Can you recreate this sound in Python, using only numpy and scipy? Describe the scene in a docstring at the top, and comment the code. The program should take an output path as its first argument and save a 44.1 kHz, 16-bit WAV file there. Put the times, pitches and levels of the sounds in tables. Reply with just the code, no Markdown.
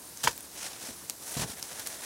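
"""A long dry stick is worked into crusted snow beside a small campfire by a man in a nylon jacket.
It crunches in as showers of filtered grains, thuds on damped sines, and knocks on wood as a set of ringing
modes; later it is forced deeper in a few jerks. His sleeves swish as swells of grain hiss and noise,
the burning kindling pops as snaps with tiny rings, and faint gliding sines chirp over
a low outdoor hiss of coloured noise."""
import sys
import numpy as np
from scipy import signal
from scipy.fft import rfft, irfft
from scipy.io import wavfile

SR = 44100
rng = np.random.default_rng(int(sys.argv[2]) if len(sys.argv) > 2 else 0)


def master(y):
    """Save y as 16-bit WAV."""
    cut = np.clip(np.atleast_2d(y).T, -1, 1)
    pcm = np.round(cut * 32767)  # scale
    wavfile.write(sys.argv[1], SR, pcm.astype(np.int16))


N = 90404
T = np.arange(N) / SR  # time axis in s

# Spectrum of the moving air: f/Hz, level/dB
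AIR_SPECTRUM = [(24, -50), (40, -4.5), (171, -2.5), (231, -4), (290, -1.5), (402, -2.5), (491, -6.5),
                (1070, -8), (1150, -9.5), (1720, -11), (1950, -13.5), (3060, -14.5), (3930, -10.5),
                (7730, -8), (8990, -6.5), (13100, -10.5), (16000, -15.5)]
AIR_DB, AIR_WAVER_DB = -47.5, -0.8

# Faint high chirps: t/s, length/s, start f/Hz, end f/Hz, level/dB
CHIRPS = [(.015, 0.015, 9800, 8900, -47), (0.042, .02, 10200, 9200, -46.5), (.064, .022, 8520, 9700, -47.5),
          (.088, .014, 9700, 10000, -47), (.198, .024, 8300, 7700, -58), (0.357, 0.018, 8600, 8100, -44.5),
          (0.421, 0.018, 10300, 8500, -43), (0.973, .03, 10600, 10700, -47.5)]
CHIRP_WOBBLE_HZ = 160  # rms

# Swishes of the jacket: peak t/s, rise/s, fall/s, hiss level/dB, body level/dB, hiss tilt/(dB per octave)
SWISHES = [(.215, 0.035, 0.036, -47, -71, -2.5), (.39, 0.046, 0.097, -53.5, -62, -1.5),
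           (.65, 0.048, 0.025, -37.5, -44, -2.5), (.72, 0.023, 0.074, -47.5, -51, -3.5),
           (0.869, 0.048, 0.043, -42.5, -49.5, -1), (.99, .025, 0.077, -50, -56, 2),
           (1.305, 0.053, 0.061, -40.5, -50, 4), (1.424, 0.063, 0.016, -37, -41, 0),
           (1.504, 0.03, 0.028, -42, -47, 1), (1.588, .015, 0.013, -47.5, -48.5, 3),
           (1.655, 0.027, 0.043, -44, -51, 2), (1.725, 0.022, 0.0099, -47, -49.5, 1),
           (1.802, 0.037, 0.017, -42, -46.5, 1.5), (1.915, 0.049, 0.065, -43.5, -48.5, 1.5),
           (2.045, 0.031, .04, -41.5, -44, 1.5)]
# Spectrum of the fine rubbing hiss: f/Hz, level/dB
NYLON_HISS_SPECTRUM = [(100, -54), (1000, -15), (3000, -9), (4600, -4), (5800, 1.5), (7000, -1),
                       (9000, -0.5), (10500, -1), (11700, -11.5), (13500, -8.5), (16000, -16.5)]
# Spectrum of the lower cloth body: f/Hz, level/dB
NYLON_BODY_SPECTRUM = [(30, -48), (130, -23), (400, -4.5), (700, 0.5), (1200, -7), (1750, -2), (2600, -7),
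                       (4200, -6.5), (8000, -39), (16000, -45)]
NYLON_GRAINS_PER_S, NYLON_SPREAD_DB, NYLON_FLUTTER_DB = 12000, 0, 2

# Pops of the fire, before their shared colour: t/s, level/dB, ring f/Hz, ring t60/s
POPS = [(0.1737, -26, 6400, 0.0028), (.33, -27, 9100, 0.0013), (0.378, -20, 15500, 0.0049),
        (.407, -23.5, 10300, 0.00086), (.5158, -33, 13500, 0.00067), (1.098, -10.5, 7200, 0.0011),
        (1.1065, -22, 4180, 0.0021), (1.5837, -27, 11600, 0.00091), (1.596, -27, 12000, 0.0019),
        (1.6271, -15.5, 5500, 0.0028), (1.796, -18, 11500, .001), (1.8719, -15.5, 8100, 0.0019)]
# Colour of all the pops: f/Hz, gain/dB
POP_COLOUR = [(60, -54), (400, -7.5), (2000, -4), (6000, 0), (12000, 1.5), (16000, -7)]
POP_SNAP_GAIN, POP_SNAP_S = 0.38, 0.00004
POP_SCATTER_DB, POP_SCATTER_T60_S = -13, 0.014

# The stick breaking through crust and twigs: t/s, rise/s, t60/s, level/dB, treble tilt/(dB per octave)
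CRUNCHES = [(0.2322, 0.0026, 0.097, -30, 1.5), (.236, 0.0043, 0.11, -24, 0),
            (.254, 0.0068, 0.11, -37.5, -2), (0.2746, 0.0017, 0.049, -22, -1.5),
            (0.288, .003, 0.13, -36.5, -2), (.309, .003, 0.062, -39.5, 3), (1.365, 0.0077, 0.18, -35, 1),
            (1.391, .008, .13, -34.5, -0.5), (1.414, .004, .1, -34, -2), (1.428, 0.009, 0.058, -33.5, -3.5),
            (1.713, 0.0025, 0.08, -43, -2.5), (1.786, 0.0044, 0.085, -43.5, -3.5),
            (1.857, 0.0087, 0.057, -36, 0), (1.869, 0.0049, 0.033, -30.5, 7.5)]
# Spectrum of the breaking grains: f/Hz, level/dB
CRUNCH_SPECTRUM = [(60, -18.5), (250, -10.5), (750, -7), (960, -0.5), (1250, -5), (1750, 0), (2050, -6),
                   (3200, -2.5), (6000, -0.5), (10000, -6), (16000, -14)]
CRUNCH_GRAINS_PER_S, CRUNCH_SPREAD_DB = 14000, 2.5

# Dull pushes into the ground: t/s, level/dB, f/Hz, t60/s
THUDS = [(0.242, -34.5, 134, 0.18), (0.2789, -31.5, 562, .016), (.886, -37.5, 235, 0.079),
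         (1.3656, -27.5, 138, 0.07), (1.393, -31, 127, 0.075), (1.417, -29, 173, 0.064),
         (1.44, -33, 120, .1), (1.492, -41, 93, 0.063), (1.53, -48, 242, .05)]
# Spectrum of the loose earth: f/Hz, level/dB
EARTH_SPECTRUM = [(25, -51), (60, 0), (100, -11.5), (210, -3.5), (350, -11.5), (700, -14), (2000, -39)]
THUD_RISE_S, LOOSE_EARTH_GAIN = 0.0029, 0.52

# Ringing modes of the knocked wood: f/Hz, level/dB, t60/s
WOOD_MODES = [(620, -14, .05), (845, -5, .045), (962, 1, .048), (1302, -10, .05), (1453, -6, .035),
              (1508, -3, .042), (1773, -6, .05), (2294, -6, .05), (2610, -11, .055), (3020, -13, .05),
              (3110, -9, .05), (3596, -16, .05), (4724, -14, .06)]
# Spectrum of the crack: f/Hz, level/dB
CRACK_SPECTRUM = [(100, -30), (500, -20), (800, -8), (1050, -16), (1550, 5), (2000, -7), (2400, -6),
                  (3300, -6.5), (4500, -15), (9000, -35), (16000, -45)]
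KNOCK_S, KNOCK_DB = 0.2729, -22
JUDDER_HZ, JUDDER_DB, JUDDER_S = 966, -17.5, 0.0052
CRACK_DB, CRACK_S = -21, 0.0046

# Relative colour of the echo from the trees: f/Hz, level/dB
FOREST_COLOUR = [(60, -42), (400, 28.5), (1500, -7), (6000, 16.5), (16000, 9)]
FOREST_DB, FOREST_RISE_S, FOREST_T60_S = -17, 0.0056, 0.13

# Stereo width: f/Hz, side minus middle level/dB
WIDTH = [(30, -51), (70, -24), (180, -14.5), (600, -16), (2000, -31), (5000, -54), (16000, -33)]
LOW_CUT_HZ, EDGE_HZ = 50, 15900


def amp(db):
    """Decibels to gain."""
    return 10 ** (np.asarray(db) / 20)


def unit(x):
    """Scales to rms 1."""
    return x / np.sqrt(np.mean(x ** 2) + 1e-20)


def colour(x, points, tilt_db=0, size=8192):
    """Causal (minimum-phase) filter through f/Hz, gain/dB points, tilted per octave."""
    octave = np.log2(abs(np.fft.fftfreq(size, 1 / SR)) + 1)
    hz, db = np.transpose(points)
    gain_db = np.interp(octave, np.log2(hz), db) + tilt_db * (octave - octave.mean())
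    log_gain = np.log(amp(gain_db))
    # The Hilbert transform of the log gain supplies the phase
    response = np.exp(np.conj(signal.hilbert(log_gain)))
    taps = np.fft.ifft(response).real[:size // 2]
    return signal.oaconvolve(x, taps)[:len(x)]


def grains(per_s, spread_db):
    """A dense random train of tiny clicks; a spread above 0 dB makes their sizes uneven."""
    sizes = amp(spread_db * np.minimum(rng.exponential(1, N), 4))
    signs = rng.choice([-1, 1], N)
    return sizes * signs * (rng.random(N) < per_s / SR)


def waver(rate_hz):
    """Slow random drift of rms 1, from noise with a Gaussian low-pass."""
    lowpass = np.exp(-(np.fft.rfftfreq(N, 1 / SR) / rate_hz) ** 2)
    return unit(irfft(rfft(rng.standard_normal(N)) * lowpass, N))


def burst(start, rise, t60):
    """Envelope: a straight rise, then an exponential fall of 60 dB per t60."""
    t = T - start
    attack = np.clip(t / (abs(rise) + 1 / SR), 0, 1)
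    return attack * np.exp(-np.log(1000) * np.maximum(t - rise, 0) / t60)


def air():
    """Moving air is a steady outdoor hiss and low murmur, wavering slightly in level."""
    level_db = AIR_DB + AIR_WAVER_DB * waver(rate_hz=22)
    return amp(level_db) * unit(colour(rng.standard_normal(N), AIR_SPECTRUM))


def chirps():
    """Thin, faint whistles: sines that glide in pitch with an unsteady wobble."""
    out = np.zeros(N)
    wobble = CHIRP_WOBBLE_HZ * waver(rate_hz=400)
    for start, length, from_hz, to_hz, db in CHIRPS:
        progress = np.clip((T - start) / length, 0, 1)
        hz = from_hz + (to_hz - from_hz) * progress + wobble
        phase = 2 * np.pi * np.cumsum(hz) / SR
        out += amp(db) * np.sin(np.pi * progress) * np.sin(phase)
    return out


def jacket():
    """Nylon rubs on nylon: a fine-grained hiss and a lower body swell with each move."""
    out = np.zeros(N)
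    for peak, rise, fall, hiss_db, body_db, tilt_db in SWISHES:
        width = np.where(T < peak, rise, fall)
        speed = np.exp(-0.5 * (abs(T - peak) / width) ** 1.61)
        rubbing = grains(NYLON_GRAINS_PER_S, NYLON_SPREAD_DB)
        hiss = unit(colour(rubbing, NYLON_HISS_SPECTRUM, tilt_db))
        body = unit(colour(rng.standard_normal(N), NYLON_BODY_SPECTRUM))
        out += speed * (amp(hiss_db) * hiss + amp(body_db) * body)
    return out * amp(NYLON_FLUTTER_DB * waver(rate_hz=110))


def fire():
    """Each pop is one sharp pressure snap and a very short ring, scattered by the sticks around it."""
    out = np.zeros(N)
    for start, db, hz, t60 in POPS:
        t = np.maximum(T - round(start * SR) / SR, 0)  # starts on a whole sample
        u = t / POP_SNAP_S
        snap = POP_SNAP_GAIN * (t > 0) * (2 - u) * u * np.exp(-u)  # push, then pull
        ring = np.sin(2 * np.pi * hz * t) * burst(start, 0, t60)
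        scatter = rng.choice([-1, 1], N) * burst(start, 0, POP_SCATTER_T60_S)
        out += amp(db) * (ring + snap + amp(POP_SCATTER_DB) * scatter)
    return colour(out, POP_COLOUR)


def crunches():
    """Every jerk of the stick breaks a shower of icy grains and twig ends."""
    out = np.zeros(N)
    for start, rise, t60, db, tilt_db in CRUNCHES:
        shower = grains(CRUNCH_GRAINS_PER_S, CRUNCH_SPREAD_DB)
        texture = unit(colour(shower, CRUNCH_SPECTRUM, tilt_db))
        out += amp(db) * burst(start, rise, t60) * texture
    return out


def thuds():
    """The ground gives with a low, quickly damped swing and a rumble of loose earth."""
    out = np.zeros(N)
    loose = LOOSE_EARTH_GAIN * unit(colour(rng.standard_normal(N), EARTH_SPECTRUM))
    for start, db, hz, t60 in THUDS:
        swing = np.sin(2 * np.pi * hz * (T - start))
        out += amp(db) * burst(start, THUD_RISE_S, t60) * (swing + loose)
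    return out


def knock():
    """The stick judders on the wood for a few milliseconds, cracks, and rings."""
    t = T - KNOCK_S
    ring = np.zeros(N)
    for k, (hz, db, t60) in enumerate(WOOD_MODES):
        sign = (-1) ** k  # neighbouring modes start in opposite directions
        ring += sign * amp(db) * burst(KNOCK_S, 0, t60) * np.sin(2 * np.pi * hz * t)
    judder_shape = np.sqrt(abs(np.sin(np.pi * np.clip(t / JUDDER_S, 0, 1))))
    judder = judder_shape * np.sin(2 * np.pi * JUDDER_HZ * t)
    contact = (t > 0) & (t < CRACK_S)
    crack = unit(colour(rng.choice([-1, 1], N) * contact, CRACK_SPECTRUM))
    crack *= np.sqrt(contact.mean())  # gives it the energy of rms 1 over the contact alone
    return amp(KNOCK_DB) * ring + amp(JUDDER_DB) * judder + amp(CRACK_DB) * crack


def forest(x):
    """A weak, short echo from trunks and the bank: a decaying noise tail of unit energy."""
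    tail = colour(rng.standard_normal(N), FOREST_COLOUR) * burst(0, FOREST_RISE_S, FOREST_T60_S)
    tail = unit(tail) / np.sqrt(N)
    return amp(FOREST_DB) * signal.fftconvolve(x, tail)[:N]


def scene():
    """All sources lie ahead, with a little width from a diffused copy of the middle."""
    hits = fire() + crunches() + thuds() + knock()
    mid = hits + forest(hits) + jacket() + chirps() + air()
    spread = unit(rng.standard_normal(N) * burst(0, 0, 0.03)) / np.sqrt(N)
    side = colour(signal.fftconvolve(mid, spread)[:N], WIDTH)
    return np.array([mid + side, mid - side])


def record(dry):
    """The microphone's low cut and the recorder's band limit."""
    low_cut = signal.butter(4, LOW_CUT_HZ, "high", fs=SR, output="sos")
    thin = signal.sosfilt(low_cut, dry)
    band_limit = signal.firwin(511, EDGE_HZ, window=("kaiser", 8), fs=SR)
    return signal.oaconvolve(thin, band_limit[None], "same")


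dry = scene()
out = record(dry)
master(out)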